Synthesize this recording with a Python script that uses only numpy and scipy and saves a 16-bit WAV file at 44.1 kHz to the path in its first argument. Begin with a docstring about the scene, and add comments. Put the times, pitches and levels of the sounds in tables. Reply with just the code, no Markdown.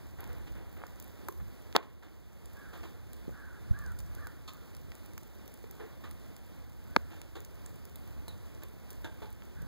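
"""Thaw under mountain pines

Frost melts in still air. Meltwater drops tap on and beside the camera, clumps of ice fall through the
needles and crunch on the ground, struck twigs ring briefly and tiny crystals tick all around.
Far off, a crow caws four times, later twice more faintly, and the trees carry the echo.
The hardest drop ducks the camera's gain, which creeps back up."""
import sys
import numpy as np
from scipy import signal
from scipy.fft import rfft, irfft, next_fast_len
from scipy.io import wavfile
from scipy.ndimage import uniform_filter1d, minimum_filter1d, map_coordinates

SR = 44100
rng = np.random.default_rng(int(sys.argv[2]) if len(sys.argv) > 2 else 0)


def log_audio(samples):
    """Write samples as a 16-bit WAV file to the path given in sys.argv[1]."""
    # one column per channel
    frames = np.atleast_2d(samples).T
    # limit to full scale, then quantise
    limited = np.clip(frames, -1, 1)
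    pcm = np.round(limited * 32767).astype(np.int16)
    wavfile.write(sys.argv[1], SR, pcm)


N = 426447

# Spectra of the mountain air and of the breeze on the microphone: frequency_hz, relative_db
HUSH_SPECTRUM = [(20, -15), (35, -16), (70, -61), (170, 4), (350, 1), (700, -10.5), (1500, -14),
                 (2400, -18.5), (4000, -22), (9000, -29), (12000, -25), (15000, -28.5)]
BREEZE_SPECTRUM = [(15, -34), (28, -22), (45, -6), (68, 0), (105, -8), (200, -19), (600, -70)]
# Puffs of air on the microphone: crest_s, level_db, half_width_s
BREEZE_PUFFS = [(.28, -44.5, 0.28), (.56, -42.5, 0.077), (1.435, -37.5, 0.055), (2.8, -50, 0.16),
                (3.31, -40, 0.051), (3.724, -28, 0.02), (3.93, -39, 0.26), (4.9, -45, 0.024),
                (8.2, -48.5, 1), (9.62, -35, 0.049)]
# Reverberation among the pines: frequency_hz, t60_s
FOREST_DECAY = [(200, 0.68), (1500, 0.48), (10000, 0.82)]
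# The far crow's calls: start_s, length_s, attack_s, top_pitch_hz, relative_db, jitter_share
CROW_CAWS = [(2.535, .19, .05, 560, -55, .06), (3.3, .3, .05, 565, -54.5, .08),
             (3.725, .21, .015, 592, -50.5, .035), (4.172, .14, .02, 598, -51.5, .042),
             (6.85, .3, .08, 535, -64, .08), (9.53, .2, .05, 540, -60, .08)]
# Resonance of its throat: frequency_hz, relative_db
THROAT_SPECTRUM = [(600, -44), (1000, -23), (1200, -11), (1380, 0), (1780, 0), (2000, -11), (2600, -28),
                   (5000, -46)]
# The nearest ice crystals: start_s, tap_db, crackle_db, sizzle_db, t60_s
NEAR_TICKS = [(0.2056, -58.0, -56.0, -44.5, 0.011), (0.242, -55.5, -56.5, -57.0, 0.005),
              (0.2761, -66.0, -62.5, -57.0, 0.005), (0.3305, -58.0, -61.0, -54.0, 0.005),
              (0.384, -66.0, -66.0, -57.5, 0.005), (0.7286, -66.0, -66.0, -57.0, 0.014),
              (0.8678, -66.0, -58.5, -54.0, 0.009), (1.0002, -66.0, -52.5, -46.5, 0.008),
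              (1.0249, -66.0, -56.0, -50.5, 0.016), (1.0432, -66.0, -60.0, -53.0, 0.005),
              (1.0793, -66.0, -62.5, -56.5, 0.005), (1.2856, -58.0, -49.0, -39.0, 0.008),
              (1.3246, -55.5, -58.5, -52.0, 0.009), (2.4577, -58.5, -53.5, -54.0, 0.008),
              (2.533, -66.0, -66.0, -57.5, 0.009), (2.7767, -59.0, -66.0, -55.5, 0.009),
              (3.1321, -59.0, -54.5, -51.0, 0.011), (3.7895, -61.5, -56.5, -56.0, 0.007),
              (3.8629, -51.0, -55.0, -66.0, 0.01), (3.9192, -61.5, -61.5, -56.5, 0.007),
              (3.9882, -66.0, -50.5, -50.5, 0.045), (4.0028, -58.5, -54.0, -55.5, 0.016),
              (4.1503, -66.0, -56.0, -53.0, 0.016), (4.2711, -58.0, -52.5, -49.0, 0.008),
              (4.5348, -57.0, -60.0, -54.5, 0.016), (4.7495, -60.0, -56.0, -55.0, 0.006),
              (4.7674, -66.0, -57.0, -56.5, 0.008), (4.9525, -66.0, -55.5, -57.0, 0.008),
              (5.0606, -65.0, -59.0, -57.5, 0.016), (5.1351, -58.5, -60.0, -57.5, 0.005),
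              (5.1788, -58.0, -51.0, -48.5, 0.01), (5.2323, -62.0, -59.5, -56.5, 0.016),
              (5.4581, -66.0, -66.0, -56.5, 0.016), (5.4786, -57.0, -57.5, -52.5, 0.013),
              (5.5403, -66.0, -56.5, -54.0, 0.016), (5.7114, -64.5, -57.0, -46.0, 0.005),
              (6.1112, -66.0, -53.0, -53.5, 0.016), (6.3656, -57.0, -55.0, -56.0, 0.008),
              (7.2164, -58.0, -50.5, -53.5, 0.008), (7.4048, -58.0, -57.5, -51.0, 0.005),
              (7.4484, -66.0, -53.0, -53.5, 0.016), (7.6618, -64.5, -49.5, -56.5, 0.014),
              (7.7577, -66.0, -62.0, -58.0, 0.013), (7.853, -66.0, -57.0, -52.0, 0.01),
              (7.9577, -53.5, -53.5, -45.5, 0.012), (8.0766, -59.5, -63.0, -55.0, 0.005),
              (8.2813, -47.0, -50.5, -50.0, 0.045), (8.6352, -52.5, -54.5, -47.5, 0.012),
              (8.9045, -66.0, -50.0, -47.0, 0.045), (8.9298, -66.0, -60.0, -56.0, 0.016),
              (9.3045, -66.0, -66.0, -57.0, 0.005), (9.3276, -66.0, -60.0, -56.5, 0.016),
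              (9.62, -55.5, -58.5, -54.5, 0.011)]
# Spectra of a near tick's three parts: frequency_hz, relative_db
TAP_SPECTRUM = [(200, 21), (600, 17), (1500, 4), (4000, 1), (7000, -28), (14000, -29)]
CRACKLE_SPECTRUM = [(2000, -5), (4000, -0.5), (7000, 3.5), (10000, 3.5), (12000, -6), (15000, -27)]
SIZZLE_SPECTRUM = [(7000, -46), (10500, -12.5), (12500, 1), (15000, 7.5), (16000, -23)]
# Spectrum of the faint ticks and of a drop's spray: frequency_hz, relative_db
SPARKLE_SPECTRUM = [(1800, -23), (3500, -5.5), (7500, 5), (10000, -6), (12500, 5), (15000, 12.5),
                    (16500, -26)]
# Twigs and icicles struck by falling ice, and the short rings of some drops on the camera: start_s, pitch_hz,
# level_db, t60_s
STRUCK_NOTES = [(.289, 486, -54, .4), (1.286, 388, -30, 0.042), (1.287, 1050, -28.5, 0.019),
                (1.7516, 1059, -36, 0.28), (2.024, 1280, -57, 0.36), (2.728, 1210, -58, 0.39),
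                (4.476, 1067, -49.5, 0.15), (4.477, 1233, -52.5, 0.23), (4.477, 4230, -50.5, 0.1),
                (4.918, 1810, -45, 0.023), (5.641, 440, -33.5, .025), (5.796, 440, -43, 0.33),
                (5.796, 1666, -56, 0.26), (6.037, 1210, -52.5, 0.26), (7.353, 420, -50, 0.28),
                (7.353, 3688, -63, 0.16), (8.28, 3920, -52.5, 0.2), (8.62, 1165, -59, .23),
                (9.045, 620, -55, 0.27), (9.045, 903, -47.5, 0.2), (9.045, 1604, -49.5, 0.27),
                (9.045, 3470, -47.5, 0.085), (9.219, 420, -44.5, 0.24), (9.219, 863, -53, 0.32),
                (9.219, 3820, -60, .09)]
# Clumps of ice landing: start_s, crunch_db, spray_db, t60_s
ICE_CLUMPS = [(.185, -53, -68, 1), (.289, -56.5, -75, 0.66), (0.468, -54, -58, 0.16), (.549, -56.5, -84, 1),
              (.763, -55, -75, 1), (1.399, -51.5, -73, 0.073), (1.75, -27, -44, 0.17),
              (1.827, -47, -51, 0.098), (2.024, -52, -58.5, 0.4), (2.73, -52, -59.5, 0.47),
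              (2.831, -49.5, -56, 0.24), (4.477, -52, -46, 0.13), (5.795, -51, -68, 0.45),
              (6.037, -49.5, -58, 0.23), (7.106, -55.5, -59.5, 0.53), (7.353, -47.5, -53.5, 0.19),
              (8.28, -59.5, -67, 0.34), (8.62, -55, -59, 0.19), (9.044, -45, -49.5, 0.14),
              (9.219, -49.5, -56, 0.22)]
# Spectra of a landing's three parts: frequency_hz, relative_db
THUD_SPECTRUM = [(60, -31), (180, -0.5), (330, 13.5), (550, 3.5), (900, -23), (2000, -49)]
CRUNCH_SPECTRUM = [(300, -45), (650, 12), (1000, 10.5), (1650, 9), (2300, 3), (3500, -3.5), (8000, -35)]
SPRAY_SPECTRUM = [(1200, -50), (2600, -0.5), (3800, -1.5), (5000, -10), (7000, -10), (10000, -20),
                  (14500, -11), (16000, -33)]
# Drops and soft bumps on the camera, and a few sharp crystal ticks played the same way: start_s, slap_db,
# slap_hz, shell_db, thump_db, snap_db, snap_hz
CAMERA_DROPS = [(0.8184, -38, 1200, -53, -60, -55, 4030), (0.838, -29, 890, -48, -50, -56, 4000),
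                (1.2862, -26.5, 945, -42, -47, -46, 5640), (1.727, -36, 3300, -58, -60, -30, 4000),
                (1.7642, -.5, 850, -19, -28, 7.5, 3650), (3.2816, -27.5, 197, -58, -44, -60, 4000),
                (3.293, -33, 286, -52, -42, -60, 4000), (3.7138, -16, 72, -62, -60, -55, 4000),
                (4.27, -37, 1100, -48, -52, -47, 6800), (4.919, -34, 2220, -61, -60, -31, 3700),
                (5.179, -35, 1230, -47, -48, -35, 5900), (5.6418, -40, 420, -50, -54, -45, 4000),
                (6.964, -6.5, 1080, -13.5, -13, -9.5, 4300), (7.2165, -31.5, 3370, -54, -60, -33, 4100),
                (9.422, -39, 1990, -60, -60, -42, 4000)]
# Dull thump of the camera body: pitch_hz, relative_db, t60_s
BODY_MODES = [(270, 0, .02)]
# Time constant of the shell's falling pitch at each microphone port: left_s, right_s
SHELL_GLIDE = [.0031, .0019]
# Stereo widening, the left channel's phase behind the right: frequency_hz, lag_half_turns
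LEFT_PHASE_LAG = [(0, 1), (200, .92), (400, .75), (780, .12), (1400, 0), (1700, .12), (2450, .78),
                  (3100, 1.22), (3500, 1.95), (4700, 1.95), (5200, 1.25), (6700, .1), (7200, -.1),
                  (8700, -1.3), (9300, -1.95), (10200, -2.05), (10600, -2.75), (11450, -3.25),
                  (12100, -3.95), (12700, -3.95), (13400, -3.25), (14200, -2.7), (14900, -2)]
# Channel balance, left row then right: gain_db
CHANNEL_BALANCE = [
    [-.8],
    [.8],
]


def amp(db):
    """Decibels to gain."""
    return 10 ** (np.asarray(db) / 20)


def unit(x):
    """Scale to rms 1."""
    return x / np.sqrt(np.mean(x ** 2) + 1e-20)


def along(points, hz):
    """Read (frequency_hz, value) points on a log frequency axis."""
    point_hz, values = np.transpose(points)
    return np.interp(np.log(hz + 1), np.log(point_hz + 1), values)


def wobble(rate, size):
    """A smooth random curve with rate knots a second."""
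    knots = rng.standard_normal(int(size * rate / SR) + 4)
    return map_coordinates(knots, [np.arange(size) * rate / SR])


def filtered(x, response):
    """Pass x through a response given as a function of frequency."""
    size = x.shape[-1]
    padded = next_fast_len(size + 4096)
    return irfft(rfft(x, padded) * response(np.fft.rfftfreq(padded, 1 / SR)), padded)[..., :size]


def coloured(x, spectrum):
    """Shape x by a spectrum and scale it to rms 1."""
    return unit(filtered(x, lambda hz: amp(along(spectrum, hz))))


def add(track, start_s, sound):
    """Mix a sound in from start_s."""
    part = track[max(round(start_s * SR), 0):][:len(sound)]
    part += sound[:len(part)]


def click(spectrum, t60):
    """A tiny noise burst with the energy of 3 ms at rms 1."""
    t = np.arange(SR // 25) / SR
    burst = coloured(rng.standard_normal(len(t)), spectrum) * amp(-60 * t / t60)
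    return burst / np.sqrt(np.sum(burst ** 2) / (.003 * SR))


def air(hush_db=-54, breeze_db=-49, flutter_db=2):
    """A faint steady hush, and a fluttering breeze on the microphone that swells in soft low puffs."""
    t = np.arange(N) / SR
    hush = amp(hush_db + .89 * wobble(9.6, N)) * coloured(rng.standard_normal(N), HUSH_SPECTRUM)
    puffs = (amp(db) * np.exp(-((t - crest_s) / width_s) ** 2) for crest_s, db, width_s in BREEZE_PUFFS)
    strength = np.sqrt(amp(breeze_db) ** 2 + sum(puff ** 2 for puff in puffs))
    flutter = amp(flutter_db * wobble(7.2, N))
    return hush + strength * flutter * coloured(rng.standard_normal(N), BREEZE_SPECTRUM)


def forest(x):
    """The trees scatter a sound into a diffuse tail."""
    hz, t, bands = signal.stft(rng.standard_normal(SR), SR, nperseg=256)
    decay = amp(-60 * t / along(FOREST_DECAY, hz)[:, None])
    _, tail = signal.istft(bands * decay, SR, nperseg=256)
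    return signal.fftconvolve(x, tail / np.linalg.norm(tail))[:N]


def with_slope_echo(x, delay_s=.28, echo_db=-1, cutoff_hz=1550):
    """A sound plus its late, dulled return from a far slope."""
    out = x.copy()
    add(out, delay_s, amp(echo_db) * filtered(x, lambda hz: 1 / (1 + (hz / cutoff_hz) ** 10)))
    return out


def crow(crest_share=.33, droop_share=.25, fade_db=1.5):
    """Far, hoarse caws: a rasping pitch rises quickly and sinks slowly through one throat resonance."""
    out = np.zeros(N)
    for start_s, length_s, attack_s, top_hz, db, jitter in CROW_CAWS:
        size = round(length_s * SR)
        progress = np.linspace(0, 1, size)
        skewed = progress ** (np.log(.5) / np.log(crest_share))  # reaches one half at the top pitch
        arch = np.abs(np.sin(np.pi * skewed)) ** 1.5
        pitch = top_hz * (1 - droop_share * (1 - arch)) * (1 + jitter * wobble(600, size))
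        rasp = amp(3.2 * wobble(420, size))
        phase = 2 * np.pi * np.cumsum(pitch) / SR
        voice = sum(np.sin(k * phase) / k ** 2 for k in range(1, 6)) * rasp
        swell = np.minimum(progress * length_s / attack_s, 1) * signal.windows.tukey(size, .15)
        add(out, start_s, amp(db - fade_db * progress) * coloured(voice, THROAT_SPECTRUM) * swell)
    return out


def varied(spectrum, spread_db=3):
    """Nudge each point of a spectrum at random, so that no two crystals sound alike."""
    return [(hz, db + spread_db * rng.standard_normal()) for hz, db in spectrum]


def crystals(bite_db=2.5, tap_t60=.011, faint_db=-70, faint_t60=.011, faint_count=600, flurry_db=2):
    """Crystals tap, crackle and sizzle close to the microphone, among flurries of fainter ticks."""
    out = np.zeros(N)
    for start_s, tap_db, crackle_db, sizzle_db, t60 in NEAR_TICKS:
        tap = amp(tap_db) * click(TAP_SPECTRUM, tap_t60)
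        crackle = amp(crackle_db) * click(varied(CRACKLE_SPECTRUM), t60)
        sizzle = amp(sizzle_db) * click(varied(SIZZLE_SPECTRUM), t60)
        add(out, start_s, amp(bite_db) * (tap + crackle) + sizzle)
    thaw = np.cumsum(amp(flurry_db * wobble(9, N)))  # ticks crowd where this climbs fastest
    for thaw_share, faintness in rng.random((faint_count, 2)):
        start_s = np.searchsorted(thaw, thaw_share * thaw[-1]) / SR
        level_db = faint_db - 3.4 * np.log(max(faintness, .05))
        add(out, start_s, amp(level_db) * click(varied(SPARKLE_SPECTRUM), faint_t60))
    return out


def struck_notes(rattle_db=3, wander_share=.045, attack_s=.002):
    """A struck twig, icicle or the camera's shell rings with a short, slightly rattling note."""
    out, t = np.zeros(N), np.arange(SR // 2) / SR
    for start_s, hz, db, t60 in STRUCK_NOTES:
        pitch = hz * (1 + wander_share * wobble(400, len(t)))
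        rattle = amp(rattle_db * wobble(185, len(t)))
        tone = unit(np.sin(2 * np.pi * np.cumsum(pitch) / SR) * rattle)
        add(out, start_s, tone * np.minimum(t / attack_s, 1) * amp(db - 60 * t / t60))
    return out


def clumps(grain_db=2, grain_rate=700, thud_boost_db=2, rise_share=.0044):
    """Ice thuds, crunches and sprays on the ground; many small fractures make the decay grainy."""
    out, t = np.zeros(N), np.arange(SR // 2) / SR
    for start_s, crunch_db, spray_db, t60 in ICE_CLUMPS:
        grains = amp(grain_db * wobble(grain_rate, len(t)))
        thud, crunch, spray = (coloured(grains * rng.standard_normal(len(t)), spectrum)
                               for spectrum in (THUD_SPECTRUM, CRUNCH_SPECTRUM, SPRAY_SPECTRUM))
        landing = amp(crunch_db) * (amp(thud_boost_db) * thud + crunch) + amp(spray_db) * spray
        rise_s = rise_share * t60  # a loose clump that settles slowly also gathers slowly
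        envelope = np.minimum(t / rise_s, 1) * amp(-60 * np.maximum(t - rise_s, 0) / t60)
        add(out, start_s, landing * envelope)
    return out


def drops(ring_start_hz=2900, ring_end_hz=150, ring_s=.0062, snap_t60=.0016, spray_db=-34):
    """Drops slap and snap at both microphone ports; the camera thumps and its shell rings downward."""
    out, t = np.zeros((2, N)), np.arange(SR // 10) / SR
    lead_s = .01  # the slap's push comes just ahead of the impact, its pull just after
    ring_envelope = (1 - np.exp(-t / .0007)) * np.exp(-(t / ring_s) ** 2)
    thump = sum(np.sin(2 * np.pi * hz * t) * amp(db - 60 * t / t60) for hz, db, t60 in BODY_MODES)
    for start_s, slap_db, slap_hz, shell_db, thump_db, snap_db, snap_hz in CAMERA_DROPS:
        slap_phase = 2 * np.pi * slap_hz * (t - lead_s)
        slap = -slap_phase * np.exp((1 - slap_phase ** 2) / 2)
        snap = np.sin(2 * np.pi * snap_hz * t) * amp(snap_db - 60 * t / snap_t60)
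        spray = amp(snap_db + spray_db) * click(SPARKLE_SPECTRUM, t60=.0099)
        for port, glide_s in zip(out, SHELL_GLIDE):
            # high bending waves arrive first, and spread more on the way to the farther port
            pitch = ring_end_hz + (ring_start_hz - ring_end_hz) * np.exp(-t / glide_s)
            ring = -ring_envelope * np.sin(2 * np.pi * np.cumsum(pitch) / SR)
            add(port, start_s - lead_s, amp(slap_db) * slap)
            add(port, start_s, amp(shell_db) * ring + amp(thump_db) * thump + snap)
            add(port, start_s, spray)
    return out


def scene(crow_db=-3, crow_reverb_db=-5, ice_reverb_db=-10, side_air_db=-20, hiss_db=-88):
    """Both microphone ports hear nearly the same sound; the camera's widening spreads it by phase."""
    caws = crow()
    ice = clumps() + struck_notes() + crystals()
    far_crow = amp(crow_db) * caws + amp(crow_reverb_db) * forest(with_slope_echo(caws))
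    side_air = amp(side_air_db) * air() * np.array([[1], [-1]])  # air that differs from port to port
    left, right = drops() + ice + amp(ice_reverb_db) * forest(ice) + far_crow + air() + side_air
    lag_hz, half_turns = np.transpose(LEFT_PHASE_LAG)
    left = filtered(left, lambda hz: np.exp(-1j * np.pi * np.interp(hz, lag_hz, half_turns)))
    hiss = amp(hiss_db) * rng.standard_normal((2, N))  # each channel's own noise
    return amp(CHANNEL_BALANCE) * np.array([left, right]) + hiss


def record(dry, ceiling_db=-2.5, recovery_db_per_s=10, top_hz=15700):
    """The camera's gain ducks at once on an overload and recovers slowly; the top treble is cut off."""
    peak_db = 20 * np.log10(np.abs(dry).max(axis=0) + 1e-9)
    over_db = np.maximum(peak_db - ceiling_db, 0)
    recovery_db = recovery_db_per_s * np.arange(N) / SR
    duck_db = np.maximum.accumulate(over_db + recovery_db) - recovery_db
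    gain_db = uniform_filter1d(minimum_filter1d(-duck_db, size=55), size=55)  # rounds off the attack
    return filtered(dry * amp(gain_db), lambda hz: hz < top_hz)


dry = scene()
out = record(dry)
log_audio(out)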